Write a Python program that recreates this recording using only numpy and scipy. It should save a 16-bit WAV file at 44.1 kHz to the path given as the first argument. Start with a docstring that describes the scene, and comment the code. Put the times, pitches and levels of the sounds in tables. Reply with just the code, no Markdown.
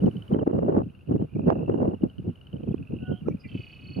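"""A prairie marsh, heard from a stereo microphone standing in the wind.
From the start, gusts buffet its two ports: the harder the gust, the smaller its eddies and the brighter
the rumble. Chorus frogs call throughout, near and far, each call a run of short pulses that rise in pitch
and mostly slow down. About three seconds in, a blackbird out in the marsh gives a few whistled notes,
then ends on a buzzy trill."""
import sys
import numpy as np
from scipy import signal
from scipy.fft import rfft, irfft
from scipy.io import wavfile
from scipy.ndimage import uniform_filter1d

SR = 44100
rng = np.random.default_rng(int(sys.argv[2]) if len(sys.argv) > 2 else 0)


def master(y):
    """Save y as 16-bit WAV."""
    cut = np.clip(np.atleast_2d(y).T, -1, 1)
    pcm = np.round(cut * 32767)  # scale
    wavfile.write(sys.argv[1], SR, pcm.astype(np.int16))


N = 176400

# stereo width of the still air and of the wind: f/Hz, side minus mid/dB
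AIR_WIDTH = [(60, -7), (1000, 1), (3000, -1.5), (12000, -5)]
WIND_WIDTH = [(40, -8.5), (90, -9), (180, -6.5), (350, -1.5), (700, 7), (1400, 6), (4000, 1.5)]


def undb(db):
    """Decibels to gain."""
    return 10 ** (np.asarray(db) / 20)


def rms(x):
    """Root mean square."""
    return np.sqrt(np.mean(x ** 2))


def pan(db):
    """Left and right gains for a level difference, left minus right."""
    return undb(np.array([[db], [-db]]) / 2)


def curves(table):
    """Every column of a timed table, at each sample."""
    rows = np.array(table, float)
    return [np.interp(np.arange(N) / SR, rows[:, 0], column) for column in rows.T[1:]]


def phase_of(hz):
    """Running phase of a moving frequency."""
    return 2 * np.pi * np.cumsum(hz) / SR


def wander(rate_hz):
    """Smooth random motion with spread 1, mostly slower than rate_hz."""
    f = np.fft.rfftfreq(N, 1 / SR)
    x = irfft(rfft(rng.standard_normal(N)) / (1 + (f / rate_hz) ** 4), N)
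    return x / rms(x)


def shaped(x, spectrum):
    """A sound passed through a spectrum of f/Hz, level/dB."""
    f = np.fft.rfftfreq(N, 1 / SR)
    hz, db = np.array(spectrum, float).T
    return irfft(rfft(x) * undb(np.interp(np.log(f + 1), np.log(hz), db)), N)


def stereo_noise(spectrum, width):
    """Coloured noise at the two ports, alike as far as the width allows; the mid has rms 1."""
    mid, side = shaped(rng.standard_normal((2, N)), spectrum)
    side = shaped(side, width)
    return np.array([mid + side, mid - side]) / rms(mid)


def marsh_echo(x, wet_db, t60_s):
    """Reeds and low hills scatter a short tail behind each sound."""
    t = np.arange(SR // 2) / SR
    tail = rng.standard_normal((3, len(t))) * np.exp(-np.log(1000) * t / t60_s)
    tail = tail[0] + .5 * tail[1:]  # mostly common to both ports
    tail /= np.sqrt(np.sum(tail ** 2, axis=1, keepdims=True))
    return x + undb(wet_db) * signal.fftconvolve(x, tail, axes=1)[:, :N]


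def still_air():
    """Quiet air and microphone hiss behind everything, loudest in the first third of a second."""
    # colour of the air and hiss: f/Hz, relative density/dB
    spectrum = [(30, -11.5), (80, 4.5), (180, -5), (400, -9.5), (1000, -24), (1400, -21), (1900, -33),
                (2700, -25.5), (3600, -36), (5000, -42.5), (8200, -50), (9600, -39.5), (15000, -50)]
    # lift of the hiss: t/s, relative level/dB
    lift = [(.31, 10), (.35, 2), (3.25, 5), (3.5, 5)]
    return stereo_noise(spectrum, AIR_WIDTH) * undb(-60.5 + curves(lift)[0])


def crackles():
    """Tiny dry, bright ticks right at the microphone."""
    # ticks: t/s, level/dB
    ticks = [(0.064, -53), (0.327, -54)]
    # colour of a tick: f/Hz, relative density/dB
    spectrum = [(2500, 6), (13000, -16.5)]
    t, decay_s = np.arange(N) / SR, 0.0015
    envelope = sum(undb(db) * np.exp(-abs(t - at) / decay_s) for at, db in ticks)
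    return stereo_noise(spectrum, AIR_WIDTH) * envelope


def gust_levels():
    """Relative rumble and flutter levels in dB: each gust rises, holds and dies over a light breeze."""
    # gusts on the ports: start/s, hold/s, rumble level/dB, level of the brighter flutter/dB
    gusts = [(0.007, 0.08, -25, -39), (0.15, 0.038, -30, -54.5), (0.315, 0.12, -26.5, -35.5),
             (0.471, 0.061, -35.5, -36.5), (0.544, 0.16, -24.5, -35.5), (0.684, 0.13, -26, -31),
             (0.815, 0.065, -33.5, -59), (1.09, 0.15, -26, -41), (1.362, 0.12, -24.5, -42),
             (1.495, 0.023, -26.5, -28), (1.524, 0.42, -31, -43), (1.682, 0.2, -26.5, -34),
             (2.031, 0.027, -25.5, -38), (2.183, 0.051, -38, -68), (2.251, 0.039, -27.5, -45.5),
             (2.54, 0.11, -38.5, -55), (2.682, 0.024, -23.5, -42), (2.769, 0.048, -35, -67),
             (2.912, 0.053, -31, -51.5), (3.004, 0.022, -31, -54), (3.098, 0.023, -21.5, -41.5),
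             (3.237, 0.11, -31, -58.5), (3.468, 0.018, -35.5, -60.5), (3.525, 0.07, -36, -60.5),
             (3.817, 0.13, -47.5, -74.5), (3.969, .06, -25.5, -43.5)]
    rise_db_per_s, fall_db_per_s = 900.5, 651  # of the rumble; the flutter's edges are steeper
    t = np.arange(N) / SR
    power = undb([[-59], [-80.5]]) ** 2  # the breeze's rumble and flutter
    for start, hold, rumble_db, flutter_db in gusts:
        edge_db = rise_db_per_s * np.maximum(start - t, 0)
        edge_db += fall_db_per_s * np.maximum(t - start - hold, 0)
        power = power + undb([rumble_db - edge_db, flutter_db - 1.4 * edge_db]) ** 2
    return 10 * np.log10(power)


def wind():
    """Turbulence on the ports in octave bands: higher bands come only in hard gusts and in bursts."""
    # pressure of the turbulence: f/Hz, relative density/dB
    spectrum = [(25, -35), (45, -20.5), (70, -9.5), (110, -1.5), (200, 2), (320, -2.5), (500, -9.5),
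                (1100, -33.5), (1700, -46), (3000, -69), (9000, -86.5)]
    rumble_hz, flutter_hz = 221, 547
    rumble_db, flutter_db = gust_levels()
    f = np.fft.rfftfreq(N, 1 / SR)
    pressure = rfft(stereo_noise(spectrum, WIND_WIDTH))
    eddies_db, fine_eddies_db = 5 * wander(37.4), 3.5 * wander(146)
    centres_hz = 25 * 2. ** np.arange(9)
    out = 0
    for hz, pick in zip(centres_hz, np.eye(len(centres_hz))):
        band = irfft(pressure * np.interp(np.log(f + 1), np.log(centres_hz), pick), N)
        height = np.clip(np.log(hz / rumble_hz) / np.log(flutter_hz / rumble_hz), 0, 1.3)
        gust_db = rumble_db + height * (flutter_db - rumble_db) + eddies_db
        response = min(hz / rumble_hz, 1) ** 0.74  # the deepest bands follow the gusts less
        push = uniform_filter1d(undb(response * gust_db + height * fine_eddies_db), size=90)
        out = out + band * push / rms(push)
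    return undb(-29) * pan(-1) * out


def buffets():
    """A hard eddy is one swing of pressure crossing one port just after the other; its crest cracks."""
    # single hard eddies: t/s, relative peak/dB, f/Hz, left minus right/dB
    eddies = [(0.046, -7, 180.2, -4), (.061, -6, 215, -7.5), (0.33, -4.5, 190, -2), (.347, -13, 400, -18),
              (0.366, -10.5, 300, 1), (0.477, -3.5, 330, 3.5), (0.512, -12, 330, -8), (0.591, -12, 450, 5),
              (.696, -7.5, 350, -12.5), (.79, -13, 400, 11), (1.114, -9, 221.6, 6.5),
              (1.164, -9.5, 274, -4.5), (1.225, -10, 262, 3), (1.48, -18, 581, -14), (1.503, -3, 656, -7),
              (1.698, -4, 400, 2), (1.744, -11, 326, -13.5), (2.038, -3.5, 265, 1), (2.745, -11, 311, -8.5),
              (3.286, -7.5, 389, -7.5)]
    # colour of the crack: f/Hz, relative density/dB
    crack_spectrum = [(900, 14), (2500, -10), (6000, -31.5), (14000, -52)]
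    port_lag_s, width_cycles, crack_s = 0.00051, 0.43, 0.0019
    t = np.arange(N) / SR
    out, grit = np.zeros((2, N)), stereo_noise(crack_spectrum, WIND_WIDTH)
    for at, db, hz, pan_db in eddies:
        cycles = (t - at + np.array([[1], [-1]]) * port_lag_s / 2) * hz
        swing = np.cos(2 * np.pi * cycles) / np.cosh(np.clip(cycles / width_cycles, -20, 20))
        crack = (hz / 320) ** 2 * grit * np.exp(-abs(t - at) / crack_s)  # faster eddies crack harder
        out += pan(pan_db) * undb(db) * (undb(-4.5) * swing + undb(-33) * crack)
    return out


def blackbird_notes():
    """Short whistles, some fluttered into a buzz."""
    # opening notes: start/s, length/s, first f/Hz, last f/Hz, relative level/dB, buzz depth/0-1
    notes = [(2.96, 0.29, 754, 708.5, -56, 0.05), (2.983, .2, 1497, 1437, -47, 0.1),
             (3.254, 0.027, 1265, 1394, -45, 0.16), (3.267, 0.042, 5730, 5940, -68.5, 1),
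             (3.3, 0.033, 2320, 2300, -53, 0.56), (3.386, 0.052, 5000, 4830, -58, 0.6),
             (3.429, 0.046, 2495, 2224, -45, 0.97), (3.449, 0.01, 2080, 2140, -48, 0.47)]
    buzz_hz, jitter = 345, 0.011
    t, out = np.arange(N) / SR, 0
    for start, length, first_hz, last_hz, db, depth in notes:
        progress = np.clip((t - start) / length, 0, 1)
        hz = (first_hz + (last_hz - first_hz) * progress) * (1 + jitter * depth * wander(540))
        buzz = 1 + depth * np.cos(2 * np.pi * buzz_hz * t)
        out = out + undb(db) * np.sin(np.pi * progress) ** 2 * np.sin(phase_of(hz)) * buzz
    return out


def syllable_gate(place, share):
    """A rounded opening centred on place 0, lasting the given share of a cycle."""
    return np.cos(np.pi * np.clip(place / share, -.5, .5))


def blackbird_trill():
    """The two sides of the syrinx take turns: a falling, rasping low syllable, then a rising chirp."""
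    # course of the trill: t/s, low voice f/Hz, buzz f/Hz, relative low level/dB, relative high level/dB
    course = [(3.475, 2670, 450, -51.5, -59.5), (3.52, 2644, 430, -47.5, -68), (3.6, 2560, 384, -44, -57),
              (3.66, 2542, 360, -46.5, -58), (3.74, 2590, 374, -47, -53), (3.79, 2546, 363, -49, -66),
              (3.87, 2566, 383, -49.5, -47.5), (4.0, 2560, 339, -49.5, -44.5)]
    # partials one buzz apart, from one step under the low voice: relative level/dB
    sidebands = [-17.5, 1.5, -1, -26, -35]
    # breathy rasp: f/Hz, relative density/dB
    breath_spectrum = [(1700, -11), (2900, -2), (3500, -10), (5000, -19), (6200, -25), (7500, -32)]
    start_s, turns_per_s, lead_turns, settle_s = 3.495, 31.9, .37, .075
    low_sweep_hz, high_sweep_hz, sag_hz_per_s, jitter = -130, 300, 260, 0.0074
    low_hz, buzz_hz, low_db, high_db = curves(course)
    since = np.arange(N) / SR - start_s
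    hurry = lead_turns * (1 - np.exp(-np.maximum(since, 0) / settle_s))  # the trill sets off fast
    turn = since * turns_per_s + hurry
    low_place, high_place = (turn + .5) % 1 - .5, turn % 1 - .5

    voice_phase = phase_of(low_hz * (1 + jitter * wander(171)) + low_sweep_hz * low_place)
    buzz_phase = phase_of(buzz_hz * (1 + 0.0388 * wander(79.5)))
    low = sum(undb(db) * np.sin(voice_phase + (k - 1) * buzz_phase) for k, db in enumerate(sidebands))
    rasp = 1 + 0.26 * wander(380)
    low *= rasp * np.tanh(3 * syllable_gate(low_place, share=0.74) ** 2)
    breath = shaped(rng.standard_normal(N), breath_spectrum)
    low = (low + undb(-18) * breath / rms(breath)) * undb(low_db) * (turn > -.5)

    high_hz = (4526 - sag_hz_per_s * since) * (1 + jitter * wander(154))
    high = np.sin(phase_of(high_hz + high_sweep_hz * high_place))
    return low + high * undb(high_db) * syllable_gate(high_place, share=0.55) * (turn > -1)


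def blackbird():
    """One bird out in the marsh, to the right of the microphone."""
    song = undb(-3) * pan(-4) * (blackbird_notes() + blackbird_trill())
    return marsh_echo(song, wet_db=-7.5, t60_s=0.23)


def add_frog_call(layers, first, last, pulses, slowing, first_hz, last_hz, db, loudest, pan_db):
    """One call, added to layers (rings, clicks): clicks ring the vocal sac, swelling and rising."""
    rise_s, decay_s, swell_db, scatter_db = .0028, 0.002, 14, 1.6
    rings, clicks = layers
    t = np.arange(SR // 30) / SR
    ring = (1 - np.exp(-(t / rise_s) ** 2)) ** 2 * np.exp(-t / decay_s)
    crest = np.argmax(ring)
    gap_s = (last - first) / (pulses - 1)
    snap = gap_s / .06  # slower pulses snap harder
    stumble_s, waver = .0008 / snap, .009 / snap  # faster trills are more ragged in time and pitch
    for progress in np.linspace(0, 1, int(round(pulses))):
        pitch_draw, level_draw, time_draw = rng.standard_normal(3)
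        elapsed = progress + slowing * progress * (progress - 1)
        at = int((first + (last - first) * elapsed + stumble_s * time_draw) * SR) - crest
        hz = (first_hz + (last_hz - first_hz) * progress) * (1 + waver * pitch_draw)
        gain = pan(pan_db) * undb(db - swell_db * abs(progress - loudest) + scatter_db * level_draw)
        if 0 <= at < N - len(t):
            rings[:, at:at + len(t)] += gain * np.sin(2 * np.pi * hz * t) * ring / ring.max()
            clicks[:, at + crest] += gain[:, 0] * snap


def add_frog_chorus(layers):
    """Faint overlapping calls from across the marsh, each a little different."""
    call_s, calls_per_s, rise_hz = 0.72, 8.3, 420
    for start in np.arange(-call_s, N / SR, 1 / calls_per_s):
        delay, length, pitch, level, side = rng.standard_normal(5)
        first, hz = start + 0.029 * delay, 2537 + 80 * pitch
        last = first + call_s * (1 + 0.056 * length)
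        add_frog_call(layers, first, last, pulses=13, slowing=0.08, first_hz=hz, last_hz=hz + rise_hz,
                      db=-61 + 1.5 * level, loudest=0.56, pan_db=2 * side - 1)


def frogs():
    """Near frogs click slowly and dryly; fast trills and the chorus come from farther out and blur."""
    # calls: first pulse/s, last pulse/s, pulses, slowing (negative quickens), first f/Hz, last f/Hz,
    # relative level/dB, loudest point/0-1, left minus right/dB
    calls = [(.005, 0.397, 8, 0.05, 2960, 3020, -41.5, 0.6, -4),
             (.025, .295, 5, 0.06, 2644, 2720, -53, .1, -2.5),
             (0.835, 1.204, 7, .09, 2650, 2900, -50.5, 0.44, 3),
             (.90, 1.245, 5, -0.069, 2540, 2675, -54.5, 0.35, 0),
             (1.296, 1.663, 18, 0.067, 2446, 2820, -49, 0.59, -3),
             (1.40, 1.80, 22, 0.045, 2470, 2850, -52, 0.8, -1.5),
             (1.814, 2.184, 6, 0.16, 2760, 2990, -44.5, 0.88, 0),
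             (2.303, 2.529, 5, 0.05, 2865, 3000, -43.5, 0.74, 2),
             (2.567, 2.76, 4, -.06, 2970, 3030, -49, 0.07, -4),
             (2.612, 2.773, 4, .02, 3200, 3390, -59, .6, -3),
             (2.585, 2.968, 9, -.04, 2560, 2664, -47, 0.67, -2),
             (2.858, 3.195, 21, 0.048, 2555, 2910, -49.5, 0.42, -6.5),
             (2.93, 3.211, 19, .03, 2720, 3080, -50, 0.7, -5.5),
             (3.234, 3.419, 5, 0.034, 2430, 2520, -50.5, .5, -2)]
    # colour of each pulse's click: f/Hz, gain/dB
    click_spectrum = [(900, -13), (1450, 23.5), (2000, 3.5), (3700, -1), (4500, 7.5), (5400, -15)]
    fast_gap_s = .025
    near, far = np.zeros((2, 2, 2, N))  # each holds rings and clicks in stereo
    for first, last, pulses, *voice in calls:
        is_fast = (last - first) / pulses < fast_gap_s
        add_frog_call(far if is_fast else near, first, last, pulses, *voice)
    add_frog_chorus(far)
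    out = 0
    for (rings, clicks), wet_db in [(near, -8), (far, -4)]:
        out = out + marsh_echo(rings + shaped(clicks, click_spectrum), wet_db, t60_s=0.14)
    return undb(-1.5) * out


def scene():
    """Wind at the microphone; quiet air, a blackbird and frogs out in the marsh."""
    at_microphone = wind() + buffets() + crackles()
    return at_microphone + still_air() + blackbird() + frogs()


def record(dry):
    """The recorder drops the deepest bass and cuts the top; the ends fade over a few milliseconds."""
    low_cut = signal.butter(2, 42, "high", fs=SR, output="sos")
    top_cut = signal.ellip(8, .2, 70, 15700, fs=SR, output="sos")
    faded = signal.sosfilt(low_cut, dry) * signal.windows.tukey(N, .0015)
    return signal.sosfilt(top_cut, faded)


dry = scene()
out = record(dry)
master(out)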